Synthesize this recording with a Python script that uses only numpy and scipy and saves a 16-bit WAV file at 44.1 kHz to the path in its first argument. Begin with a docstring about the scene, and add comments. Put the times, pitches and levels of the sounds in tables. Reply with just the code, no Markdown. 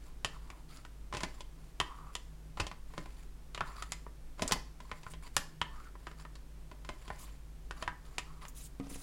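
"""A desk in a small room, microphone above it. Coloured pencils go one by one from the open lid of a
plastic case into its tray. Fingers knock each pencil about in the hollow lid, lay it down, slide it
along its neighbours and click it into its slot: knocks ring the plastic, rubbing hisses and rings the
groove between the pencils. The hand's weight thuds into the desk, and at the end a hand bumps the
case and brushes over card. Mains hum, building rumble and a soft hiss lie underneath."""
import sys
import numpy as np
from scipy import signal
from scipy.fft import rfft, irfft
from scipy.io import wavfile
from scipy.ndimage import uniform_filter1d

SR = 44100
rng = np.random.default_rng(int(sys.argv[2]) if len(sys.argv) > 2 else 0)


def wav_record(signal):
    """Record a signal, one row per channel, as 16-bit PCM in the file named by sys.argv[1]."""
    frames = np.transpose(np.atleast_2d(signal))
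    bounded = np.clip(frames, -1, 1)
    # unit amplitude maps onto the largest positive 16-bit level
    quanta = np.round(bounded * 32767).astype(np.int16)
    wavfile.write(sys.argv[1], SR, quanta)


N = 398171

# A pencil is drawn out over the lid. Each row: start in seconds, length in seconds, relative level in dB.
LID_DRAGS = [(-0.02, 0.14, -67), (1.253, 0.18, -64), (1.564, 0.16, -71), (2.83, 0.45, -64.5),
             (4.777, 0.36, -65.5), (5.219, 0.073, -56.5), (6.816, 0.6, -63)]
# A pencil lands or snaps into the full tray. Each row: start in seconds, strength in dB,
# weight behind it in dB, hardness of the contact in dB, note of the held pencil in Hz.
TRAY_HITS = [(0.2468, 4, 5.5, 4, 2900), (0.7715, -28.5, 7, 16.5, 4560), (0.5022, -15, 9, 3.5, 2300),
             (0.8504, -15, 6, -1.5, 1460), (1.8011, 6.5, 2, 1.5, 3170), (1.812, -0.5, -6, -18, 1020),
             (2.1525, -5, 2, 10, 3250), (3.5475, -7, 1, 3, 3840), (3.5769, -5.5, 8, -7, 2660),
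             (3.6074, 6, -0.5, -13.5, 1450), (3.8236, -6.5, -4, 6.5, 1280), (3.9205, -5, -2, 13.5, 2140),
             (4.0656, -15.5, 18, -21, 1030), (5.366, 8, 1.5, 10, 1730), (5.6152, 6.5, -5.5, -8, 3130),
             (5.9537, -16.5, 8, -20, 1020), (6.069, -8, 8, -5.5, 1480), (6.1143, -19, 10, -2, 1250),
             (6.2511, -11.5, 2, -13.5, 1140), (6.198, -24, -3, 7, 4600), (6.3547, -20, 8, 6, 4350),
             (7.71, -7, 6.5, -0.5, 1520), (7.8252, -1, 5, -2, 664), (7.8776, 4, -5, -13.5, 1610),
             (8.1825, 0.5, -1, 6, 2570), (8.4525, -11.5, -4, -3, 1000), (8.483, -36, 15, 27, 6550),
             (8.799, -16.5, 16, -2, 2140)]
# A pencil is worked into its slot along its neighbours. Each row: start and length in seconds,
# relative levels of groove ring and of hiss in dB, note of the groove in Hz, its rise in octaves.
TRAY_SLIDES = [(0.322, 0.065, -59.5, -64, 1130, -0.2), (0.384, 0.25, -66.5, -70, 990, -0.25),
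               (0.671, 0.16, -69, -60.5, 1280, 0.097), (1.821, 0.33, -57, -71, 1110, 0.16),
               (3.618, 0.28, -57.5, -58, 1140, 0.18), (5.683, 0.236, -60.5, -66.5, 1240, 0.5),
               (5.972, 0.16, -83, -69, 1100, 0), (6.167, 0.07, -68, -60.5, 1200, -0.099),
               (7.747, 0.115, -65, -59, 1160, 0.2), (8.019, 0.19, -71, -65.5, 1140, 0.039),
               (8.218, 0.26, -66, -70, 1140, -0.047), (8.409, 0.054, -57.5, -57.5, 1090, -0.16)]


def amp(db):
    """Decibels to gain."""
    return 10 ** (np.asarray(db) / 20)


def unit_rms(x):
    """Scales to rms 1."""
    return x / np.sqrt(np.mean(x ** 2) + 1e-20)


def curve_at(points, hz):
    """Reads a curve on a log-frequency axis."""
    points_hz, values = np.transpose(points)
    return np.interp(np.log(hz + 1), np.log(points_hz + 1), values)


def add(mix, start_s, sound):
    """Mixes a sound in at its start time."""
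    part = mix[max(round(start_s * SR), 0):][:len(sound)]
    part += sound[:len(part)]


def coloured(x, *spectra, size=4096):
    """Causal filter whose gain is the sum of the given dB spectra."""
    hz = abs(np.fft.fftfreq(size, 1 / SR))
    log_gain = np.log(amp(sum(curve_at(points, hz) for points in spectra)))
    taps = np.fft.ifft(np.exp(np.conj(signal.hilbert(log_gain)))).real
    return signal.fftconvolve(x, taps[:size // 2])[:len(x)]


def decay(t, t60):
    """Envelope that loses 60 dB in t60 seconds."""
    return np.exp(-np.log(1000) * t / t60)


def room_tone(air_db=-59.5, mains_hz=50, mains_db=-52):
    """The still room: even hiss, narrow bands of low rumble and of wavering mains hum near 50 and 157 Hz, and a
    steady 50 Hz hum."""
    # Each row: frequency in Hz, relative density of the hiss in dB.
    air_colour = [(40, -12), (85, -16.5), (120, -9.5), (160, -10.5), (190, -19), (270, -16.5), (420, -22),
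                  (600, -26), (1250, -30), (1900, -33), (4000, -37), (9000, -39), (16000, -46)]
    # Each row: centre in Hz, width in Hz, level in dB.
    narrow_bands = [(16.5, 9.2, -52.5), (30.8, 2.5, -57.5), (50.6, 13, -58.5), (156.86, 5.7, -63.5),
                    (248, 27, -79.5)]
    hz = np.fft.rfftfreq(N, 1 / SR)
    air_spectrum = rfft(rng.standard_normal(N)) * amp(curve_at(air_colour, hz))
    out = amp(air_db) * unit_rms(irfft(air_spectrum, N))
    for centre_hz, width_hz, db in narrow_bands:
        band = np.exp(-2 * ((hz - centre_hz) / width_hz) ** 2)
        phases = np.exp(2j * np.pi * rng.random(len(hz)))
        out += amp(db) * unit_rms(irfft(band * phases, N))
    hum = np.sin(2 * np.pi * mains_hz * np.arange(N) / SR)
    return out + amp(mains_db) * unit_rms(hum)


def friction(length_s, catches_per_s, catch_db, spread_db, uneven_db, taper, smoothing=500):
    """A stroke under uneven pressure: fine hiss with small catches, swelling and fading."""
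    count = max(int(length_s * SR), 64)
    hiss, pressure = rng.standard_normal((2, count))
    pressure = unit_rms(uniform_filter1d(uniform_filter1d(pressure, smoothing), smoothing))
    caught = rng.random(count) < catches_per_s / SR
    catch_gain = amp(catch_db + spread_db * np.minimum(rng.exponential(1, count), 3))
    catches = caught * np.sign(hiss) * catch_gain
    return (hiss + catches) * amp(uneven_db * pressure) * signal.windows.tukey(count, taper)


def rubbed_resonance(strokes, width_hz, uneven_db, skirt_db=-14):
    """Friction rings one resonance, whose note can glide over the stroke."""
    out = np.zeros(N)
    for start, length, db, note_hz, octaves in strokes:
        drive = friction(length, 410, catch_db=1.0, spread_db=8.5, uneven_db=uneven_db, taper=0.49)
        hz = note_hz * 2 ** (octaves * np.linspace(-.5, .5, len(drive)))
        # shift the note down to 0 Hz, low-pass, shift back: a gliding band-pass
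        carrier = np.exp(2j * np.pi * np.cumsum(hz) / SR)
        pole = np.exp(-np.pi * width_hz / SR)
        skirt = signal.lfilter([1 - pole], [1, -pole], drive / carrier)
        core = signal.lfilter([1 - pole], [1, -pole], skirt)
        ring = (carrier * (core + amp(skirt_db) * skirt)).real
        add(out, start, amp(db) * unit_rms(ring))
    return out


def sliding_notes(lid_hz=1040, lid_ring_db=-6):
    """The lid sings jerkily under a dragged pencil; in the tray the groove's note glides as it settles."""
    slides = [(start, length, db, hz, octaves) for start, length, db, _, hz, octaves in TRAY_SLIDES]
    drags = [(start, length, db + lid_ring_db, lid_hz, 0) for start, length, db in LID_DRAGS]
    groove = rubbed_resonance(slides, width_hz=330, uneven_db=2.1)
    return groove + rubbed_resonance(drags, width_hz=200, uneven_db=8.5)


def dry_rubbing(strokes, colour, grains_per_s, grain_db, uneven_db):
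    """Grainy rubbing; each stroke has its own treble tilt, as a quicker stroke is brighter."""
    out = np.zeros(N)
    for start, length, db, db_per_octave in strokes:
        drive = friction(length, grains_per_s, grain_db, spread_db=3.0, uneven_db=uneven_db, taper=0.4)
        tilt = [(1000, 0), (16000, db_per_octave * np.log2(16))]
        add(out, start, amp(db) * unit_rms(coloured(drive, colour, tilt)))
    return out


def crinkled(x, patchy_db, size=9):
    """Each tiny contact sounds in its own band, so the hiss breaks into short patches."""
    spectra = signal.stft(x, nperseg=256)[2]
    patches = uniform_filter1d(rng.standard_normal(spectra.shape), size, axis=0)
    patches = unit_rms(uniform_filter1d(patches, size // 2, axis=1))
    return signal.istft(spectra * amp(patchy_db * patches), nperseg=256)[1][:N]


def pencil_scuffs(snap_hardness_db=7.5, lead_in_s=0.033):
    """The dry hiss of grabbing, dragging and sliding excites the pencil's bending modes."""
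    # Fingers rummage in the lid. Each row: start in seconds, length in seconds, relative level in dB.
    grabs = [(1.122, 0.18, -49.5), (2.567, 0.095, -48.5), (4.367, 0.22, -48)]
    # Each row: frequency in Hz, width in Hz, gain in dB over the plain hiss.
    bending_modes = [(4600, 350, 3), (7250, 450, 6), (9900, 500, 5)]
    # the last number of each stroke is its tilt in dB per octave
    strokes = [(start, length, db, -2.0) for start, length, db in grabs]
    strokes += [(start, length, db, 2.1) for start, length, db in LID_DRAGS]
    strokes += [(start, length, hiss_db, 2.0) for start, length, _, hiss_db, _, _ in TRAY_SLIDES]
    # a hard contact is a snap: the pencil scrapes just before it slips in
    strokes += [(start - lead_in_s, lead_in_s, -64, 5)
                for start, _, _, hardness_db, _ in TRAY_HITS if hardness_db > snap_hardness_db]
    # Each row: frequency in Hz, gain in dB.
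    scuff_colour = [(100, -6), (500, 5.5), (1300, 6), (2200, 2.5), (3500, -4.5), (6000, -10.5),
                    (9500, -14.5), (11500, -21), (16000, -20)]
    hiss = dry_rubbing(strokes, scuff_colour, grains_per_s=83, grain_db=18.0, uneven_db=3)
    hiss = crinkled(hiss, patchy_db=3.0)
    return hiss + sum(amp(db) * signal.lfilter(*signal.iirpeak(hz, hz / width, fs=SR), hiss)
                      for hz, width, db in bending_modes)


def dense_modes(t, crack_t60, buzz_db, buzz_t60, soft_hz=4200):
    """A sharp impact, then a plastic shell's crowded modes, treble dying first; flat in spectrum."""
    buzz = rng.standard_normal(len(t)) * (decay(t, crack_t60) + amp(buzz_db) * decay(t, buzz_t60))
    crack = signal.lfilter(*signal.butter(1, soft_hz, fs=SR), buzz)
    crack += 0.38 * rng.standard_normal(len(t)) * decay(t, 0.012)
    crack[0] = 2.4  # the impact itself
    spectrum = rfft(crack, 2 * len(t))
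    smooth_power = uniform_filter1d(abs(spectrum) ** 2, 121, mode="reflect")
    return irfft(spectrum / np.sqrt(smooth_power + 1e-12))[:len(t)]


def knocks(hits, modes, colour, crack_t60, buzz_db, buzz_t60, note_db, note_spread,
           clack_db, clack_share, cushioned_db=-10.5):
    """Each blow rings pencil and shell; weight adds thump, a hard contact adds clack and tick."""
    out, t = np.zeros(N), np.arange(6000) / SR
    for start, strength_db, weight_db, hardness_db, note_hz in hits:
        # the fingers damp the pencil, so its own note is only a broad bump on the crack
        note = [(note_hz / (1 + note_spread), 0), (note_hz, note_db), (note_hz * (1 + note_spread), 0)]
        ring = coloured(dense_modes(t, crack_t60, buzz_db, buzz_t60), note)
        for hz, db, t60 in modes:
            detune, phase = rng.uniform(-1, 1, 2)
            # a longer ring starts lower for the same resonance peak
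            height = amp(db) * 2 * np.log(1000) / (t60 * SR)
            tone = np.sin(2 * np.pi * hz * (1 + 0.013 * detune) * t + np.pi * phase)
            ring += height * decay(t, t60) * tone
        cushion_db = min(hardness_db - cushioned_db, 0)  # a fingertip takes the clack off a soft contact
        mid_db = clack_db + clack_share * hardness_db + cushion_db
        contact = [(100, 0), (370, weight_db), (900, 0), (1800, 0.0046),
                   (3000, mid_db), (7000, hardness_db)]
        # a strong, hard blow reaches the highest treble
        snap = [(9000, 0), (13000, np.clip(3.5 * (strength_db + hardness_db - 8.5), 0, 8))]
        add(out, start, amp(strength_db) * coloured(ring, colour, contact, snap))
    return out


def tray_clicks():
    """Pencils land in the tray and ring it; their bending modes stand out as broad humps."""
    # Each row: frequency in Hz, level in dB over the dense modes, 60 dB decay time in seconds.
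    tray_modes = [(988, 7, 0.043), (1098, 4.5, 0.055), (1220, -3.5, 0.13), (1804, 9, 0.084),
                  (1965, 1.5, 0.04), (2850, -3, 0.08), (5610, -1.5, 0.032), (7560, -2.5, 0.015),
                  (9200, -11, 0.077)]
    # Each row: frequency in Hz, gain in dB.
    tray_colour = [(40, -0.5), (150, -7.5), (600, -5), (1200, 0), (2350, -8.5), (3000, -8), (3900, -12.5),
                   (4800, -12.5), (6100, -15.5), (7250, -11.5), (8600, -20.5), (9800, -18.5),
                   (11800, -30.5), (16000, -44)]
    return knocks(TRAY_HITS, tray_modes, tray_colour, crack_t60=0.022, buzz_db=-19.5, buzz_t60=0.14,
                  note_db=9.0, note_spread=0.29, clack_db=4.0, clack_share=0.28)


def lid_knocks(bounce_above_db=-2.5, bounce_s=0.0052, bounce_db=-12.5):
    """Pencils knock about in the hollow, springy lid; a strong blow bounces once."""
    # Each row: start in seconds, strength, weight and hardness in dB, note of the held pencil in Hz.
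    hits = [(1.1264, -7.5, -4, -3.5, 1017), (1.138, -6, 4.5, 1, 1170), (1.148, -6, 8, 1.5, 1040),
            (1.1695, -9, -4, 10, 2730), (1.2063, -8.5, -7, 5, 1100), (1.2337, -1, 4.5, 5, 1960),
            (1.4068, -15, 2, 9, 3300), (2.5727, -10, -4, -7, 990), (2.599, -3.5, 3.5, 1, 4950),
            (2.6016, 0, -9, 5, 2660), (2.6675, -12, 1, 11, 3270), (2.7145, -9.5, -7, -5.5, 1090),
            (2.9373, -19, 5, -6, 970), (2.9792, -7.5, 9, 0.5, 1790), (3.0585, -18, 5, -2, 840),
            (4.395, -10.5, 1, -2, 960), (4.4215, 1.5, 10.5, 7.5, 685), (4.4783, -18.5, -3, 28, 8000),
            (4.5112, -3, 11, 4, 3280), (4.5212, 5, -6, 12, 1760), (4.8036, -18.5, -3, 3, 965),
            (4.9148, -4, -4, -7, 2040), (5.0326, -19.5, -9, 5, 950), (5.0655, -9, -13, -14.5, 1320),
            (5.1368, -16, -1, 1, 3230), (6.7147, -18.5, 9, -3, 1070), (6.8484, -18, -10, 3, 1340),
            (6.8908, -5.5, 2, -1.5, 725), (7.0794, -16.5, 4, 2.5, 3180), (7.1029, -3.5, -2, -16.5, 790)]
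    # Each row: frequency in Hz, level in dB over the dense modes, 60 dB decay time in seconds.
    lid_modes = [(274, 0.96, 0.081), (605, 2.2, 0.14), (850, 0.7, 0.049), (1024, 13.4, 0.074),
                 (1486, 7.7, 0.017), (1784, 8, 0.055), (2060, 7.9, 0.14), (3150, 1, 0.13), (4510, 2, 0.013)]
    # Each row: frequency in Hz, gain in dB.
    lid_colour = [(40, -2.5), (150, 4.5), (300, 0.5), (700, 0), (1050, 0.5), (1500, -7), (2200, -4.5),
                  (3200, -8.5), (4500, -11.5), (7000, -13.5), (10000, -22), (12500, -36), (16000, -41)]
    bounces = [(start + bounce_s, db + bounce_db, 0, hardness_db, note_hz)
               for start, db, _, hardness_db, note_hz in hits if db > bounce_above_db]
    return knocks(hits + bounces, lid_modes, lid_colour, crack_t60=0.029, buzz_db=-17.5, buzz_t60=0.13,
                  note_db=7.0, note_spread=0.26, clack_db=3.0, clack_share=0.42)


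def thumps(blows, modes, rise_s):
    """Soft blows ring the low modes of a large body."""
    out, t = np.zeros(N), np.arange(SR // 2) / SR
    ring = sum(amp(db) * decay(t, t60) * np.sin(2 * np.pi * hz * t) for hz, db, t60 in modes)
    for start, db in blows:
        add(out, start, amp(db) * ring * (1 - np.exp(-t / rise_s)))
    return out


def desk_thuds():
    """The hand's weight reaches the desk and rings its low modes."""
    # Each row: start in seconds, relative level in dB.
    thuds = [(1.14, -49), (2.605, -41), (4.425, -45.5), (4.52, -46), (8.8, -57)]
    # Each row: frequency in Hz, gain in dB, 60 dB decay time in seconds.
    desk_modes = [(31.5, 4, 0.56), (73, 8.5, 0.13), (123, -11, 0.094), (215, -13, 0.065)]
    return thumps(thuds, desk_modes, rise_s=0.007)


def skin_brushes():
    """Skin brushes over card and plastic with a fine, patchy hiss."""
    # Each row: start and length in seconds, relative level in dB, treble tilt in dB per octave.
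    strokes = [(5.098, 0.036, -60.5, -3.5), (7.18, 0.078, -57, -1), (8.478, 0.026, -59, 13),
               (8.54, 0.15, -57, -1.5), (8.82, 0.078, -61.5, -9.5), (8.885, 0.093, -55, -3.5),
               (8.96, .14, -57.5, -4)]
    # Each row: frequency in Hz, gain in dB.
    skin_colour = [(200, -6), (1500, -9.5), (3000, -2.5), (5500, 1), (7500, 6), (10000, 5), (12500, -1),
                   (16000, -3)]
    hiss = dry_rubbing(strokes, skin_colour, grains_per_s=400, grain_db=10.5, uneven_db=-1.5)
    return crinkled(hiss, patchy_db=3.5)


def case_bumps():
    """The bumped case judders over the desk, ringing at each contact."""
    # Each row: start in seconds, relative level in dB.
    bumps = [(8.799, -38.5), (8.868, -54), (8.915, -49), (8.958, -50.5)]
    # Each row: frequency in Hz, gain in dB, 60 dB decay time in seconds.
    case_modes = [(143, -6, 0.18), (200, -2.5, 0.16), (272.8, 2.5, 0.23), (354, 6, 0.017),
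                  (460, -6.5, 0.09), (714, -18.5, 0.25), (1240, -19, 0.21)]
    return thumps(bumps, case_modes, rise_s=0.00042)


def small_room(x, tail_db=-11.0, build_up_s=0.00058, wall_s=0.01207, wall_spread_s=0.002, wall_db=-13):
    """The direct sound, a scattered echo off the nearest wall and a short diffuse tail."""
    # Each row: frequency in Hz, gain in dB.
    tail_colour = [(200, 12), (700, 0.5), (1300, -0.5), (1900, 5), (2600, -0.5), (3400, -2.5), (5300, -2),
                   (6500, -3.5), (9000, 0), (15000, 0.5)]
    # Each row: frequency in Hz, 60 dB decay time in seconds.
    tail_t60 = [(150, 0.18), (600, 0.38), (1900, 0.3338), (3300, 0.35), (5300, 0.43), (9000, 0.27),
                (15000, 0.31)]
    hz, t, spectra = signal.stft(rng.standard_normal(SR // 2), SR, nperseg=256)
    spectra *= amp(curve_at(tail_colour, hz))[:, None]
    spectra *= decay(t, curve_at(tail_t60, hz)[:, None])
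    tail = signal.istft(spectra, SR, nperseg=256)[1]
    t = np.arange(len(tail)) / SR
    tail *= 1 - np.exp(-(t / build_up_s) ** 2)
    wall = rng.standard_normal(len(t)) * np.exp(-((t - wall_s) / wall_spread_s) ** 2)
    response = amp(tail_db) * tail / np.linalg.norm(tail) + amp(wall_db) * wall / np.linalg.norm(wall)
    return x + signal.fftconvolve(x, response)[:N]


def scene():
    """All the handling, heard in mono from above the desk."""
    clicks = tray_clicks() + lid_knocks()
    rubbing = amp(-4.0) * pencil_scuffs() + amp(0.5) * skin_brushes() + sliding_notes()
    # the low thumps travel through the desk, not through the air of the room
    lows = amp(1.0) * (desk_thuds() + case_bumps())
    return (small_room(clicks + rubbing) + lows + room_tone())[None]


def record(dry):
    """The recorder's band limit."""
    low_pass = signal.firwin(401, cutoff=16100, window=("kaiser", 9), fs=SR)
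    return signal.oaconvolve(dry, low_pass[None], "same")


dry = scene()
out = record(dry)
wav_record(out)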